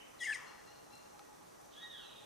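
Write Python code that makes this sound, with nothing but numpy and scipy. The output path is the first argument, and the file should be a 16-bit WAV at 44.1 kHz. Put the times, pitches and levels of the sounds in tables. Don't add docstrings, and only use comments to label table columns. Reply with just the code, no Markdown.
import sys
import numpy as np
from scipy import signal
from scipy.io import wavfile

SR = 44100
rng = np.random.default_rng(int(sys.argv[2]) if len(sys.argv) > 2 else 0)


def ratio(d):
    e = np.asarray(d, float) / 20
    return 10 ** e


def generate_wav(sig):
    pcm = np.round(np.clip(np.atleast_2d(sig).T, -1, 1) * 32767).astype(np.int16)
    wavfile.write(sys.argv[1], SR, pcm)


N = 99225


def rms_one(x):
    return x / np.sqrt(np.mean(x ** 2) + 1e-20)


def in_time(rows):
    s, *columns = np.transpose(rows)
    return [np.interp(np.arange(N) / SR, s, column) for column in columns]


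def at_hz(points, hz):
    table_hz, value = np.array(points)[:, 0], np.array(points)[:, 1]
    return np.interp(np.log(hz), np.log(table_hz + 1e-9), value)


def drift(rate_hz):
    r = np.exp(-2 * np.pi * rate_hz / SR)
    slow = signal.lfilter([1], [1, -2 * r, r * r], rng.standard_normal(N + SR))
    return rms_one(slow[SR:])


def band(x, low_hz, high_hz):
    sos = signal.butter(2, [low_hz, min(high_hz, .45 * SR)], "band", fs=SR, output="sos")
    return signal.sosfilt(sos, x)


def swell(start_s, length_s):
    progress = np.clip((np.arange(N) / SR - start_s) / length_s, 0, 1)
    return progress, np.sqrt(np.abs(np.sin(np.pi * progress)))


def piped(hz, level, throat):
    phase = np.cumsum(hz) * 2 * np.pi / SR
    return np.sqrt(2) * level * sum(ratio(at_hz(throat, k * hz)) * np.sin(k * phase) for k in range(1, 5))


# (frequency [Hz], T60 [s])
FOREST_T60 = [(1000, 0.8), (3000, 0.98), (6000, 1), (12000, 0.18)]
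# (frequency [Hz], level [dB])
ECHO_TILT = [(1500, -2.5), (1760, 1.5), (2050, 0.5), (2550, 1.5), (3700, 0), (6500, -1), (8600, -1.5),
             (12000, -2)]


def place(x, pan_db, echo_db, stir=0, kept_dry=0):
    near_t60_s, near_db = 0.049, -2
    likeness = 0.59
    stir_hz = 140
    t, tail = np.arange(SR) / SR, 0
    edges = 700 * 2 ** np.arange(0, 4.6, 1 / 3)
    white = rng.standard_normal((2, 2, SR))
    for k, (low, high) in enumerate(zip(edges, edges[1:])):
        hz = np.sqrt(low * high)
        fade = ratio(-60 * t / at_hz(FOREST_T60, hz)) + ratio(near_db - 60 * t / near_t60_s)
        tail = tail + band(white[k % 2], low, high) * fade * ratio(at_hz(ECHO_TILT, hz))
    mid, side = tail
    tail = np.sqrt(1 + likeness) * mid + np.sqrt(1 - likeness) * side * [[1], [-1]]
    tail = tail * np.minimum(t / 0.0064, 1)
    scattered = (x - kept_dry) * (1 + stir * drift(stir_hz)) / np.hypot(1, stir)
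    wet = signal.fftconvolve(scattered[None], tail * 0.02, axes=1)[:, :N]
    return (x + ratio(echo_db) * wet) * ratio([[pan_db / 2], [-pan_db / 2]])


# (frequency [Hz], level per Hz [dB])
HUSH = [(20, -14), (130, -5), (600, -5.5), (1000, -6), (2900, -18.5), (6300, -16), (10500, -19.5),
        (14900, -29)]
# (frequency [Hz], likeness [-1..1])
LIKENESS = [(60, 0.46), (130, 0.47), (290, -0.68), (630, -0.73), (1380, -0.076), (3010, 0.16), (6590, 0.62),
            (14400, 0.71)]
# (frequency [Hz], left minus right [dB])
LEAN = [(60, -0.5), (180, -2), (540, 0.5), (1610, -2), (4810, 0.5), (14400, -0.5)]


def hush():
    level_db = -62.5
    out, together = 0, drift(1.5)
    edges = 20 * 2 ** np.arange(0, 10.1, .5)
    white = rng.standard_normal((2, 2, N + SR))
    for k, (low, high) in enumerate(zip(edges, edges[1:])):
        mid, side = band(white[k % 2], low, high)[:, SR:]
        hz = np.sqrt(low * high)
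        alike = np.clip(at_hz(LIKENESS, hz), -.95, .95)
        pair = np.sqrt(1 + alike) * mid + np.sqrt(1 - alike) * side * [[1], [-1]]
        pair = pair / np.sqrt(1 + alike)
        sway_db = 0.043 * together + 0.69 * drift(11.0)
        lean_db = at_hz(LEAN, hz) * np.array([[.5], [-.5]])
        out = out + ratio(at_hz(HUSH, hz) + sway_db + lean_db) * pair
    return ratio(level_db) * out / np.std(out.mean(axis=0))


# (centre [Hz], width [Hz], level [dB], throb [dB])
CHORUS = [
    (832.5, 32, -0.5, 2.5),
    (1134, 417, -3, 3.5),
    (1913, 80, -78.5, 3.5),
    (6005, 380, -75.5, 1.5),
    (6540, 83, -89, 2),
]
# (time [s], level [dB])
MURMUR = [(0.0, -62.5), (0.11, -79), (0.14, -60.5), (0.36, -74), (0.36, -58), (0.98, -71.5), (1.01, -60.5),
          (1.62, -75.5), (2.15, -64), (2.25, -102)]


def chorus():
    frogs_db = -74
    out, swells_db = 0, [frogs_db] + in_time(MURMUR) + [0, 0, 0]
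    for (hz, width, db, throb_db), swell_db in zip(CHORUS, swells_db):
        mid, side = band(rng.standard_normal((2, N)), hz - width / 2, hz + width / 2)
        level = ratio(db + swell_db + throb_db * drift(4.5))
        out = out + level * rms_one(mid + .5 * side * [[1], [-1]])
    return out


def earlier_call():
    low_hz, top_hz = 1900, 3076
    level_db, t60_s = -60.5, 0.88
    white = rng.standard_normal((2, 2, N))
    swoop = rms_one(band(band(white[0], low_hz, top_hz), low_hz, top_hz))
    top = rms_one(band(white[1], top_hz - 120, top_hz))
    return (swoop + 0.81 * top) * ratio(level_db - 60 * np.arange(N) / SR / t60_s)


# (time [s], peak level [dB])
TICKS = [
    (0.929, -52),
    (0.954, -48.5),
    (0.9794, -53),
    (1.1933, -45),
    (1.2494, -58),
    (1.6145, -53),
    (1.6597, -55),
    (2.1094, -57),
    (1.1922, -57),
]
# (low edge [Hz], high edge [Hz])
TICK_HZ = [(5000, 10300)] * 3 + [(900, 5900)] + [(6500, 12000)] * 4 + [(4500, 11000)]


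def ticks():
    tick_t60_s = 0.015
    knock_hz, knock_db, knock_t60_s = 1290, -49.5, 0.029
    out, size = np.zeros(N + SR), SR // 20
    t = np.arange(size) / SR
    fade = ratio(-60 * t / tick_t60_s)
    for (s, db), (low, high), white in zip(TICKS, TICK_HZ, rng.standard_normal((len(TICKS), size))):
        start = int(s * SR)
        out[start:start + size] += ratio(db - 7) * rms_one(band(white, low, high)) * fade
    start = int(TICKS[3][0] * SR)
    out[start:start + size] += ratio(knock_db - 60 * t / knock_t60_s) * np.sin(2 * np.pi * knock_hz * t)
    return out[:N]


# (start [s], length [s], level [dB])
CROAKS = [(.51, 0.069, -69.5), (0.692, 0.024, -62.5), (0.865, 0.059, -67.5), (0.926, 0.031, -64),
          (1.024, 0.043, -71), (1.138, 0.025, -59.5), (1.158, 0.019, -65), (1.192, 0.027, -61),
          (1.283, 0.03, -66), (1.309, 0.033, -65.5), (1.41, 0.02, -66), (1.823, 0.048, -69)]


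def croaks():
    pitch_hz, waver_hz, level = 833, 17.6, 0
    for start_s, length_s, db in CROAKS:
        level = level + ratio(db) * swell(start_s, length_s)[1]
    phase = np.cumsum(pitch_hz + waver_hz * drift(41.6)) * 2 * np.pi / SR
    return place(np.sqrt(2) * level * np.sin(phase), pan_db=0, echo_db=-10)


# (start [s], length [s], first pitch [Hz], level [dB])
CHIRPS = [
    (0.452, 0.05, 1352, -75.5),
    (0.656, 0.089, 1363, -74),
    (0.878, 0.12, 1318, -77),
]
# (frequency [Hz], level [dB])
CHIRP_THROAT = [(1300, -4), (2800, -2.5), (4200, 1), (5600, -5)]


def chirps():
    rise, out = 0.08, 0
    for start_s, length_s, hz, db in CHIRPS:
        progress, envelope = swell(start_s, length_s)
        pitch_hz = hz * (1 + rise * progress) + 14 * drift(60.3)
        out = out + piped(pitch_hz, ratio(db + 4.2 * drift(50)) * envelope, CHIRP_THROAT)
    return place(out, pan_db=6.5, echo_db=0.5)


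# (time [s], pitch [Hz], level [dB])
WHISTLE = [(1.755, 1600, -66), (1.782, 1695, -54.5), (1.8, 1810, -65), (1.813, 1890, -56.5),
           (1.835, 1893, -52.5), (1.862, 1893, -54), (1.869, 1893, -68), (1.893, 1890, -66)]
# (time [s], pitch [Hz], level [dB])
WHISTLE_FALL = [(1.903, 1868, -51), (1.918, 1805, -60), (1.95, 1670, -53.5), (1.978, 1569, -57),
                (2.006, 1450, -59.5), (2.05, 1324, -59), (2.08, 1283, -66), (2.25, 1195, -68)]
# (frequency [Hz], level [dB])
WHISTLE_THROAT = [(1200, -16), (1900, -10), (2500, -14.5), (3400, 0), (3850, -3.5), (4400, -22),
                  (5000, -29), (5700, -38)]
# (time [s], level [dB])
WHEEZE = [(1.69, -97), (1.74, -69), (1.77, -73), (1.85, -73.5), (2.05, -72), (2.25, -88)]


def whistle():
    breath_low_hz, breath_high_hz = 2840, 3990
    hz, db = in_time(WHISTLE + WHISTLE_FALL)
    level = ratio(db + 1.2 * drift(80)) * (np.arange(N) > WHISTLE[0][0] * SR)
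    breath = band(rng.standard_normal(N), breath_low_hz, breath_high_hz)
    breath = rms_one(band(breath, breath_low_hz, breath_high_hz))
    wheeze = ratio(in_time(WHEEZE)[0] + 6.0 * drift(55)) * breath
    note = piped(hz + 6 * drift(119), level, WHISTLE_THROAT)
    return place(note + wheeze, pan_db=-3, echo_db=0)


# (time [s], pitch [Hz], level [dB])
LOW_RISE = [(.198, 2043, -78), (.21, 1950, -46), (.222, 1897, -40.5), (.236, 1963, -38),
            (.246, 2036, -47.5), (.259, 2190, -42), (.27, 1967, -43.5)]
# (time [s], pitch [Hz], level [dB])
LOW_HELD = [(0.28, 1748, -40), (.287, 1754, -37.5), (0.302, 1740, -34), (0.3058, 1477, -49),
            (.31, 1742, -35), (0.3232, 1759, -36.5), (0.326, 1744, -48), (0.331, 1680, -36),
            (0.343, 1728, -64.5)]
# (time [s], pitch [Hz], level [dB])
HIGH_FALL = [(.183, 4095, -80), (.193, 4120, -63), (.2, 3468, -60), (.208, 3310, -50.5), (.222, 3360, -55),
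             (.231, 3027, -51), (.241, 2810, -49), (.254, 2778, -55.5), (.261, 3272, -79)]
# (time [s], pitch [Hz], level [dB])
HIGH_SWOOP = [(0.269, 3290, -58), (0.304, 3270, -55.5), (.315, 3090, -69), (0.321, 2939, -58),
              (0.33, 2580, -42), (.341, 2193, -48.5), (0.35, 2068, -43.5), (0.362, 1910, -39.5),
              (0.37, 1900, -84)]
MIXES = [(1, 1), (0, 2), (1, 2), (2, 1), (3, 0), (2, 0), (3, 1), (2, 2), (0, 3), (0, 4), (1, 3)]
MIX_DB = [-55.5, -77, -62, -64, -72, -73, -62, -72, -57, -72, -72]
# (time [s], level [dB])
RASP = [(.19, -22), (.205, -6.5), (.25, -2.5), (.28, -5.5), (.32, -9.5), (.35, -1.5), (.362, -10.5),
        (.375, -12)]
# (centre [Hz], width [Hz], level [dB])
BILL = [(3270, 1200, -58), (5190, 580, -61.5), (6600, 1100, -57), (8660, 1000, -53), (11900, 1500, -72.5)]


def toucan():
    jitter_hz, jitter_rate_hz, flutter_db = 10, 300, .8
    throb_hz, throb_db = 165, 1.23
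    held_scattered = .3
    t = np.arange(N) / SR
    low_hz, low_db = in_time(LOW_RISE + LOW_HELD)
    high_hz, high_db = in_time(HIGH_FALL + HIGH_SWOOP)
    hoarse = 1 + 12.0 * (t > HIGH_FALL[-1][0]) * (t < HIGH_SWOOP[2][0])
    low_phase = np.cumsum(low_hz + jitter_hz * drift(jitter_rate_hz)) * 2 * np.pi / SR
    high_phase = np.cumsum(high_hz + hoarse * jitter_hz * drift(jitter_rate_hz)) * 2 * np.pi / SR

    throb = throb_db * np.sin(2 * np.pi * throb_hz * t)
    low_voice = ratio(low_db + flutter_db * drift(140) + throb) * np.sin(low_phase)
    high_voice = ratio(high_db + flutter_db * drift(140)) * np.sin(high_phase)
    held = np.interp(t, [LOW_RISE[-1][0], LOW_HELD[0][0]], [0, 1])
    kept_dry = np.sqrt(2) * (1 - held_scattered) * low_voice * held
    out = low_voice + high_voice

    low_on, high_on = np.minimum(ratio(low_db + 54), 1), np.minimum(ratio(high_db + 66), 1)
    high_alone = ratio(high_db + 46.5)
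    effort = ratio(in_time(RASP)[0])
    for (m, n), db in zip(MIXES, MIX_DB):
        low_gate = low_on if m else 1
        high_gate = (high_on if m else high_alone) if n else 1
        level = effort * ratio(db + 1.9 * drift(160)) * low_gate * high_gate
        out += level * np.sin(m * low_phase + n * high_phase)
    out *= np.sqrt(2)

    for hz, width, db in BILL:
        hiss = rms_one(band(rng.standard_normal(N), hz - width / 2, hz + width / 2))
        out += effort * ratio(db + 3.15 * drift(116) + 2.6 * drift(22)) * hiss
    before_end = t < RASP[-1][0]
    out = out * (t > HIGH_FALL[0][0]) * before_end
    return place(out, pan_db=4, echo_db=-8.5, stir=1.5, kept_dry=kept_dry * before_end)


def scene():
    background = hush() + chorus() + earlier_call() + ticks()
    return background + croaks() + chirps() + whistle() + toucan()


def top_cut(x):
    return signal.sosfilt(signal.butter(12, 15010, fs=SR, output="sos"), x)


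def record(dry):
    return top_cut(dry)


dry = scene()
out = record(dry)
generate_wav(out)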